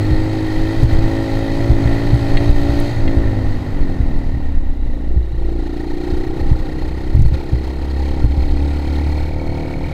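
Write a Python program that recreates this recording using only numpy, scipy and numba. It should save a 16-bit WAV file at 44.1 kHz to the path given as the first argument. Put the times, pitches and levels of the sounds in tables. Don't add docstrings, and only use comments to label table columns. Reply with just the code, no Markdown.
import sys
import numpy as np
from scipy import signal
from scipy.io import wavfile
from scipy.ndimage import uniform_filter1d
from numba import njit

SR = 44100
rng = np.random.default_rng(int(sys.argv[2]) if len(sys.argv) > 2 else 0)


def wav_out(sig):
    wavfile.write(sys.argv[1], SR, np.round(np.clip(np.atleast_2d(sig).T, -1, 1) * 32767).astype(np.int16))


N = 437891

# t/s, firing rate f/Hz
FIRING_RATE = [(0.0, 51.66), (0.33, 53.41), (0.52, 52.6), (0.74, 54.31), (0.89, 53.68), (1.15, 54.77),
               (1.42, 54.66), (1.65, 56.43), (1.8, 55.4), (2.16, 57.28), (2.27, 55.71), (2.54, 58.24),
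               (2.6, 56.54), (2.9, 57.66), (3.06, 53.74), (3.18, 55.9), (3.39, 51.74), (3.54, 50.4),
               (3.68, 50.0), (3.79, 47.2), (4.03, 41.1), (4.3, 37.31), (4.55, 33.37), (4.8, 30.32),
               (4.95, 27.46), (5.1, 29.57), (5.3, 29.37), (5.5, 28.27), (5.65, 28.43), (6.25, 30.7),
               (6.4, 31.29), (6.6, 30.79), (6.8, 31.28), (7.0, 31.88), (7.2, 33.01), (7.4, 33.74),
               (7.55, 33.32), (7.8, 33.83), (8.11, 34.68), (8.26, 35.02), (8.83, 35.93), (8.9, 36.2),
               (9.18, 37.17), (9.32, 37.63), (9.52, 38.08), (9.93, 38.54)]
# t/s, exhaust level/dB, clatter level/dB
ENGINE_LOAD = [(0, -20, -40.5), (.5, -22, -41), (1.2, -20.5, -40.5), (2.88, -20.5, -39.5),
               (2.94, -28.5, -42), (3.05, -22, -43), (3.4, -23, -46), (3.5, -27.5, -45), (4.15, -25.5, -49),
               (4.85, -32, -54.5), (5.15, -30, -54.5), (5.24, -33, -55.5), (5.3, -34.5, -54.5),
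               (5.5, -26, -51), (6.0, -23.5, -45.5), (6.3, -25, -46.5), (7.1, -27, -46.5),
               (7.22, -28, -45.5), (7.4, -28, -46.5), (7.75, -29.5, -46.5), (8.1, -27, -44.5),
               (8.45, -26, -45.5), (9.1, -26, -44.5), (9.3, -26.5, -46.5), (9.6, -25, -46),
               (9.93, -29, -47)]
# t/s, firing unevenness/0-1, steady share of rattle/0-1
RAGGEDNESS = [(0, .04, .9), (2.9, .04, .9), (3.0, .15, 1), (3.2, .06, 1), (3.45, .1, 1), (3.65, .3, 1),
              (5.2, .35, .7), (5.42, .03, .25), (9.93, .03, .25)]
# t/s, state (0 gather, 1 cruise, 2 overrun, 3 coast, 4 opening, 5 pickup, 6 pull,
# 7 strong pull; in between, a blend)
THROTTLE_STATE = [(0, 0), (.2, 0), (1.7, 1), (2.9, 1), (3.05, 1.2), (3.4, 1.25), (3.75, 2), (4.6, 3),
                  (5.05, 3), (5.2, 4), (5.42, 4), (5.65, 5), (6.25, 5), (6.45, 5.45), (7.0, 5.5), (8.3, 6),
                  (8.9, 6), (9.5, 7), (9.93, 7)]

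# multiple of the firing rate, relative level/dB
GATHER_NOTE = [(3, -18), (4, -21), (5, -8), (6, 0), (7, -12), (8, -12), (9, -23), (10, -13), (11, -21),
               (12, -25), (13, -29), (14, -24), (15, -22), (16, -32), (17, -24), (18, -36), (23, -40),
               (26, -30), (27, -38), (30, -42)]
CRUISE_NOTE = [(3, -14), (4, -12), (5, 0), (6, -3), (7, -11), (8, -18), (9, -20), (10, -10), (11, -16),
               (12, -16), (13, -25), (14, -21), (15, -22), (16, -26), (17, -28), (18, -38), (19, -31),
               (20, -33), (22, -38), (24, -29), (25, -29), (26, -37), (30, -44)]
OVERRUN_NOTE = [(3, -5), (4, -7), (5, -12), (6, -8), (7, 0), (8, -8), (9, -13), (10, -14), (11, -21),
                (13, -20), (16, -24), (24, -27), (27, -36)]
COAST_NOTE = [(3, -6), (4, -5), (5, -12), (6, -12), (7, -5), (8, 0), (9, -4), (10, -9), (11, -14),
              (12, -19), (13, -21), (14, -21), (15, -20), (16, -22), (24, -24), (30, -30)]
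OPENING_NOTE = [(3, -6), (4, 0), (5, -3), (7, -11), (9, -13), (10, -11), (11, -3), (12, 0), (13, -5),
                (14, -10), (16, -15), (20, -20), (30, -24)]
PICKUP_NOTE = [(3, -14), (4, -10), (5, -11), (6, -13), (7, -18), (8, -14), (9, -8), (10, 0), (11, -4),
               (12, -3), (13, -12), (14, -12), (15, -17), (16, -20), (17, -23), (18, -32), (19, -32),
               (20, -31), (21, -32), (22, -28), (23, -28), (24, -26), (25, -23), (26, -21), (27, -26),
               (28, -28), (29, -29), (30, -30)]
PULL_NOTE = [(3, -18), (4, -9), (5, -16), (6, -14), (7, -10), (8, -5), (9, -8), (10, -15), (11, -18),
             (12, -21), (13, -18), (14, -18), (15, -21), (16, -25), (17, -29), (18, -27), (19, -25),
             (20, -26), (21, -27), (22, -28), (23, -26), (24, -23), (25, -25), (26, -28)]
STRONG_PULL_NOTE = [(3, -3), (4, 1), (5, -8), (6, -19), (7, -1), (8, -3), (9, -1), (10, -11), (11, -18),
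                    (12, -11), (13, -7), (14, -8), (15, -19), (16, -17), (17, -14), (18, -14), (19, -14),
                    (20, -13), (21, -18), (24, -15), (25, -23), (28, -31)]
NOTE_LISTED_AT = [52.7, 56.6, 38.8, 32.8, 28.8, 30.17, 36.65, 38.1]
PULSE_AT_CYCLES, PULSE_EARLY_CYCLES, PULSE_CORNER_HZ = .65, .4, 400

# t/s, level/dB
CRANK_LEVEL = [(0, -21), (.5, -20), (1, -22), (1.5, -19), (2.1, -23.5), (3.1, -20.5), (3.7, -25.5),
               (3.8, -39), (4, -27), (4.4, -25), (4.8, -26), (5.1, -22.5), (5.6, -23), (6, -30), (6.4, -44),
               (6.9, -23), (7.6, -23), (7.8, -22.5), (8, -15.5), (8.3, -19), (9.2, -19), (9.93, -30.5)]

# f/Hz, width/Hz, relative level/dB, place of the burst's peak/cycles
GAS_BANDS = [(708, 230, -4, 0.72), (799.6, 21.4, -0.5, 0.6), (903, 58, -5, 0.63), (1394, 137, -7, 0.23),
             (630, 300, -9.5, 0.73)]
SHIELD_BANDS = [(1844, 60, -3.5, 0.34), (1976, 61, -5, 0.49)]
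PANEL_BANDS = [(2124, 240, -3, 0.89), (2330, 250, -8.5, 0.6)]
VALVE_BANDS = [(2520, 200, -1.5, 0.83), (3156, 180, -2, 0.63), (3830, 290, 2, 0.47), (4262, 76, 0.5, 0.62),
               (4686, 250, -3, 0.25), (5170, 150, -12, 0.48), (6300, 360, -9.5, 0.32),
               (6700, 100, -14.5, 0.42), (7850, 270, -12.5, 0.31), (8700, 530, -24, .5),
               (10620, 800, -14, 0.18), (13100, 800, -13, 0.42), (14900, 500, -35, .5)]
FRAME_AND_HISS_BANDS = [(526, 18, -2, 0.57), (704, 220, -6, 0.65), (2790, 200, -16, 0.24),
                        (3890, 270, -13, 0.94), (7000, 3000, -26, .5), (13000, 4000, -24, .5)]
CRUISE_CLATTER_DB = -41
GAS_RULE, SHIELD_RULE, PANEL_RULE = (4.6, 1), (4, 0.94), (-6, 1)
VALVE_RULE, FRAME_AND_HISS_RULE = (0.074, 1.48), (-3.5, 0.13)
PANEL_BUZZ_HZ, PANEL_BUZZ_WIDTH_HZ, PANEL_BUZZ_DB = 38.8, 2.4, 6
SHIELD_RINGS_HZ, SHIELD_RINGS_WIDTH_HZ, SHIELD_CALMS_DB = 30.6, 3.3, -9

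# f/Hz, relative level/dB, time to fade by 60 dB t/s
TAPPET_MODES = [(4240, 0, .05), (4330, -5, .03), (5120, -8, .03)]
SHIELD_KNOCK_MODES = [(1880, 0, .05), (1950, -3, .04)]
PANEL_KNOCK_MODES = [(2250, 0, .045), (2370, -4, .035)]
TAPPET_AT, SHIELD_KNOCK_AT, PANEL_KNOCK_AT = .33, .48, .79
TAPPET_DB, SHIELD_KNOCK_DB, PANEL_KNOCK_DB = 11.5, 17, 19
KNOCK_SCATTER_DB = 1.5

# t/s, level/dB, held t/s
WHEEL_BUMPS = [(.14, -15.5, 0.051), (.55, -17, 0.073), (.8, -17, 0.12), (.98, -10.5, 0.069),
               (1.36, -23.5, 0.25), (1.71, -16.5, 0.071), (1.91, -16, 0.018), (2.07, -18, 0.027),
               (2.33, -9.5, 0.031), (2.51, -8.5, 0.075), (2.79, -14, 0.016), (3.03, -9.5, 0.017),
               (3.15, -16.5, 0.12), (3.46, -16.5, 0.068), (3.81, -7.5, 0.015), (3.95, -24, 0.022),
               (4.07, -13.5, 0.11), (4.29, -18.5, 0.051), (4.47, -16, 0.097), (4.6, -12.5, 0.09),
               (4.86, -11, 0.047), (5.1, -15.5, 0.062), (5.38, -12, 0.01), (5.48, -22, 0.16),
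               (5.9, -20.5, 0.03), (6.08, -21, 0.18), (6.41, -15, 0.13), (6.58, -19, 0.036),
               (6.81, -21.5, 0.025), (7.1, -19, 0.053), (7.19, -6.5, 0.08), (8.13, -20, 0.16),
               (8.5, -10, 0.033), (9.21, -22, 0.029), (9.43, -21, 0.015), (9.77, -33, 0.063)]
BUMP_RISE_S, BUMP_SETTLE_S, SMOOTH_ROAD_DB = 0.12, 0.035, -25
# t/s, gain on all the wind bands/dB
WIND_GAIN = [(0, -14), (.6, -17.5), (1.05, -13.5), (1.3, -19.5), (1.65, -14), (2.3, -13.5), (2.75, -16),
             (3.65, -16), (3.85, -17), (4.6, -25.5), (5.7, -29.5), (6.5, -18.5), (7.3, -23.5), (9.4, -21.5),
             (9.62, -20), (9.93, -19)]

# f/Hz, relative level/dB, time to fade by 60 dB t/s
MOUNT_MODES = [(26, 1.5, 0.071), (58.9, 8.5, 0.18), (114.2, -1.5, 0.11), (165, -23, 0.031)]
# t/s, peak level/dB, sharpness (extra level on the upper modes)/dB
FRAME_JOLTS = [(0.115, -0.5, 2), (0.829, 5, 11.5), (0.925, -2, 3), (0.984, -5, 7), (1.701, 1.5, 6.5),
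               (1.856, -2, 7), (2.131, 1, 11.5), (2.493, -1.5, -5), (2.605, -6.5, -8), (2.693, -3, -4),
               (2.997, -10, -7), (3.074, -8, -15), (3.169, -2.5, -18), (3.251, -8, -19), (3.429, -11, -25),
               (4.001, -3, -24), (4.34, -8, 10), (5.161, -6, -17), (5.174, -7.5, 4), (5.331, -17, 17),
               (6.124, -8.5, -16), (6.41, -9, -4), (6.515, 2, 5.5), (7.149, 5, 5.5), (7.174, 0.5, -11),
               (7.191, -0.5, 24), (7.211, 0.5, 16), (7.247, 0, 12), (7.261, -6, -15), (7.323, -2, 5),
               (7.35, -9, -9), (7.531, -2, 10.5), (8.242, 6, 6), (8.376, -4, -9)]
# t/s, level before fading/dB, band centre f/Hz
OVERLOAD_CLICKS = [(.832, -20, 8740), (2.15, -39, 9000), (2.426, -45, 6000), (2.509, -37, 11000),
                   (2.585, -39, 11000), (2.605, -45, 12200), (2.802, -29, 12000), (6.52, -41, 9000),
                   (7.154, -33, 9010), (7.188, -40, 9000), (7.198, -34, 9000), (7.217, -43, 9000),
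                   (7.222, -32, 7000), (7.262, -41, 9000), (7.268, -35, 9000), (7.283, -38, 8960),
                   (8.248, -38, 9000)]
CLICK_WIDTH_HZ, CLICK_T60_S = 12000, 0.0074
# t/s, peak level/dB
STONE_STRIKES = [(2.3703, -13), (2.3745, -14), (3.0772, -20), (3.0787, -32)]
# f/Hz, relative level/dB, time to fade by 60 dB t/s
BODYWORK_MODES = [(1800, -4, .05), (1920, -6, 0.1), (2040, 4, 0.057), (2460, -1, 0.032), (2715, 2, 0.025),
                  (3250, -2, 0.04), (3750, -3, .035), (4250, -2, 0.04), (6300, -20, .015), (8100, -19, .02)]

DUCK_OVER_DB, DUCK_RATIO, DUCK_S, DUCK_LATE_S = -9, 2.9, 0.048, 0.028
TOP_HZ = 15750


def undb(db):
    return 10 ** (np.asarray(db) / 20)


def unit(x):
    return x / np.sqrt(np.mean(x ** 2))


def curves(table):
    s, *columns = np.transpose(table)
    return [np.interp(np.arange(N) / SR, s, c) for c in columns]


@njit
def band_pass(x, hz, width):
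    y, band, low = np.empty(len(x)), 0., 0.
    g, k = np.tan(np.pi * hz / SR), width / hz
    for i in range(len(x)):
        v = (band + g * (x[i] + 1e-18 - low)) / (1 + g * (g + k))
        band, low, y[i] = 2 * v - band, low + 2 * g * v, k * v
    return y


def walk(rate):
    k = int(SR / rate)
    held = np.repeat(rng.standard_normal(N // k + 1), k)
    smooth = uniform_filter1d(uniform_filter1d(held, k), k)
    return unit(smooth[:N])


def ringing(modes, samples, attack_s):
    t = np.arange(samples) / SR
    tones = sum(undb(db) * np.sin(2 * np.pi * hz * t) * 1000 ** (-t / t60) for hz, db, t60 in modes)
    return tones * (1 - np.exp(-t / attack_s))


def near(hz, peak_hz, width_hz):
    return 1 / (1 + ((hz - peak_hz) / width_hz) ** 2)


def note_db(k, hz, state):
    notes = (GATHER_NOTE, CRUISE_NOTE, OVERRUN_NOTE, COAST_NOTE,
             OPENING_NOTE, PICKUP_NOTE, PULL_NOTE, STRONG_PULL_NOTE)
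    db = 0
    for n, (table, listed_hz) in enumerate(zip(notes, NOTE_LISTED_AT)):
        multiple, level_db = np.transpose(table)
        share = np.clip(1 - abs(state - n), 0, 1)
        keeps_to_pipe = n in (2, 3, 4, 6, 7) and k > 4
        place = k * hz / listed_hz if keeps_to_pipe else k
        db = db + share * np.interp(place, multiple, level_db, right=-45)
    return db


def exhaust(hz, cycles, rough):
    at = np.arange(0, N, 256)
    state = curves(THROTTLE_STATE)[0][at]
    chance = rng.standard_normal((2, 600))
    late, size = (np.interp(cycles, np.arange(600), c) * rough for c in chance)
    out = np.zeros(N)
    for k in range(3, 31):
        db = np.interp(np.arange(N), at, note_db(k, hz[at], state))
        corners = k * hz / PULSE_CORNER_HZ
        lead = .08 * late - PULSE_AT_CYCLES + PULSE_EARLY_CYCLES * np.tanh(corners) / corners
        lead = lead + .14 * (k % 2) / k
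        out += undb(db + 1.2 * walk(4)) * np.cos(2 * np.pi * k * (cycles + lead))
    even = out / np.sqrt(uniform_filter1d(out ** 2, SR // 4))
    return even * undb(curves(ENGINE_LOAD)[0] + 1.0 * walk(8) + 6 * size)


def crank_drone(cycles):
    level_db = curves(CRANK_LEVEL)[0] + 2.2 * walk(9)
    return np.sqrt(2) * np.cos(4 * np.pi * cycles) * undb(level_db)


def clatter(parts, cycles, steady):
    out = 0
    for f, width, db, place in parts:
        turn = cycles + 1 - place + .13
        phase = turn % 1
        burst = 1.4 * phase / .13 * np.exp(1 - phase / .13)
        size = undb(0.61 * rng.standard_normal(600))[turn.astype(int)]
        share = steady * (1 + 4 * (f > 5800))
        shaken = (share + size * burst) / (share + .5) * rng.standard_normal(N)
        gain = undb(db + .9 * walk(8)) / np.sqrt(width)
        out = out + gain * band_pass(shaken, float(f), float(width))
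    return unit(out)


def knock(cycles, modes, place):
    at = np.flatnonzero(np.diff(np.floor(cycles + 1 - place)))
    blows = np.zeros(N)
    blows[at] = undb(KNOCK_SCATTER_DB * (rng.exponential(size=600)[:len(at)] - 2))
    return signal.fftconvolve(blows, ringing(modes, 2048, .0015))[:N]


def rattle_and_knocks(hz, cycles, steady):
    over_db = curves(ENGINE_LOAD)[1] - CRUISE_CLATTER_DB

    def follow(rule):
        return undb(CRUISE_CLATTER_DB + rule[0] + rule[1] * over_db)

    loose = 1 - steady
    buzz = loose * near(hz, PANEL_BUZZ_HZ, PANEL_BUZZ_WIDTH_HZ)
    rings = loose * near(hz, SHIELD_RINGS_HZ, SHIELD_RINGS_WIDTH_HZ)

    rattle = clatter(GAS_BANDS, cycles, steady) * follow(GAS_RULE)
    rattle += clatter(SHIELD_BANDS, cycles, steady) * follow(SHIELD_RULE) * undb(SHIELD_CALMS_DB * loose)
    panel = clatter(PANEL_BANDS, cycles, steady * (1.5 - buzz))
    rattle += panel * follow(PANEL_RULE) * undb(PANEL_BUZZ_DB * buzz)
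    rattle += clatter(VALVE_BANDS, cycles, steady) * follow(VALVE_RULE)
    rattle += clatter(FRAME_AND_HISS_BANDS, cycles, steady) * follow(FRAME_AND_HISS_RULE)

    knocks = knock(cycles, TAPPET_MODES, TAPPET_AT) * undb(TAPPET_DB) * loose ** 2
    knocks += knock(cycles, SHIELD_KNOCK_MODES, SHIELD_KNOCK_AT) * undb(SHIELD_KNOCK_DB) * rings * loose
    knocks += knock(cycles, PANEL_KNOCK_MODES, PANEL_KNOCK_AT) * undb(PANEL_KNOCK_DB) * buzz

    force = undb(1.1 * (1.3 - steady) * rng.standard_normal(600)[cycles.astype(int)])
    return (rattle + follow((0, 1)) * knocks) * force * undb(.6 * walk(6))


def engine():
    hz = curves(FIRING_RATE)[0]
    rough, steady = curves(RAGGEDNESS)
    cycles = np.cumsum(hz) / SR
    return exhaust(hz, cycles, rough) + crank_drone(cycles) + rattle_and_knocks(hz, cycles, steady)


def bump_size():
    t, size = np.arange(N) / SR, undb(SMOOTH_ROAD_DB)
    for s, db, held in WHEEL_BUMPS:
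        rise = np.clip(1 + (t - s) / BUMP_RISE_S, 0, 1)
        fall = np.exp(-np.clip(t - s - held, 0, 3) / BUMP_SETTLE_S)
        size = size + undb(db) * rise ** 2 * fall
    return size


def wheel_bounce():
    swing = band_pass(band_pass(rng.standard_normal(N), 18.0, 10.4), 14.14, 11.0)
    even = swing / np.sqrt(uniform_filter1d(swing ** 2, SR // 6))
    return even * bump_size()


def headwind():
    gust_db = 0.19 * walk(21)
    wind = np.zeros(N)
    # f/Hz, width/Hz, relative level/dB
    for f, width, db in [(39.8, 54.0, -19.5), (76.0, 64.0, -9), (132.4, 82.0, -16.0),
                         (285.0, 124.0, -17), (468.0, 610.0, -20.5)]:
        band = band_pass(band_pass(rng.standard_normal(N), f, width), f, width)
        wind += undb(db + gust_db) * unit(band)
    return wind * undb(curves(WIND_GAIN)[0])


def jolts():
    out, t = np.zeros(N + SR), np.arange(SR // 2) / SR
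    slam = np.hanning(int(0.0049 * SR))
    push = np.r_[-.3 * slam, slam]
    for s, db, sharp_db in FRAME_JOLTS:
        ring = np.zeros(len(t))
        for f, mode_db, t60 in MOUNT_MODES:
            gain = undb(mode_db + sharp_db * (f > 90))
            ring += gain * np.cos(2 * np.pi * f * t) * 1000 ** (-t / t60)
        blow = signal.fftconvolve(ring, push)[:len(t)]
        i = int(s * SR) - len(slam)
        out[i:i + len(t)] += undb(db) * blow / blow.max()
    return out[:N]


def clicks():
    out, t, width = np.zeros(N), np.arange(4096) / SR, float(CLICK_WIDTH_HZ)
    for s, db, hz in OVERLOAD_CLICKS:
        i = int(s * SR)
        noise = rng.standard_normal(len(t))
        band = band_pass(band_pass(noise, float(hz), width), float(hz), width)
        out[i:i + len(t)] += undb(db) * unit(band) * 1000 ** (-t / CLICK_T60_S)
    return out


def stones():
    out = np.zeros(N)
    ring = ringing(BODYWORK_MODES, 4096, .0005)
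    for s, db in STONE_STRIKES:
        i = int(s * SR)
        out[i:i + len(ring)] += undb(db) * ring / ring.max()
    return out


def scene():
    return (engine() + wheel_bounce() + headwind() + jolts() + clicks() + stones())[None]


def record(dry):
    low_cut = signal.sosfilt(signal.butter(1, 4, "high", fs=SR, output="sos"), dry)
    loud = np.sqrt(uniform_filter1d(low_cut ** 2, int(DUCK_S * SR), axis=1))
    loud = np.roll(loud, int(DUCK_LATE_S * SR), axis=1)
    ducked = low_cut * np.minimum(1, undb(DUCK_OVER_DB) / loud) ** (1 - 1 / DUCK_RATIO)
    clipped = np.clip(ducked, -.99, .99)
    top_cut = signal.ellip(12, .1, 55, TOP_HZ, fs=SR, output="sos")
    return signal.sosfilt(top_cut, clipped)


dry = scene()
out = record(dry)
wav_out(out)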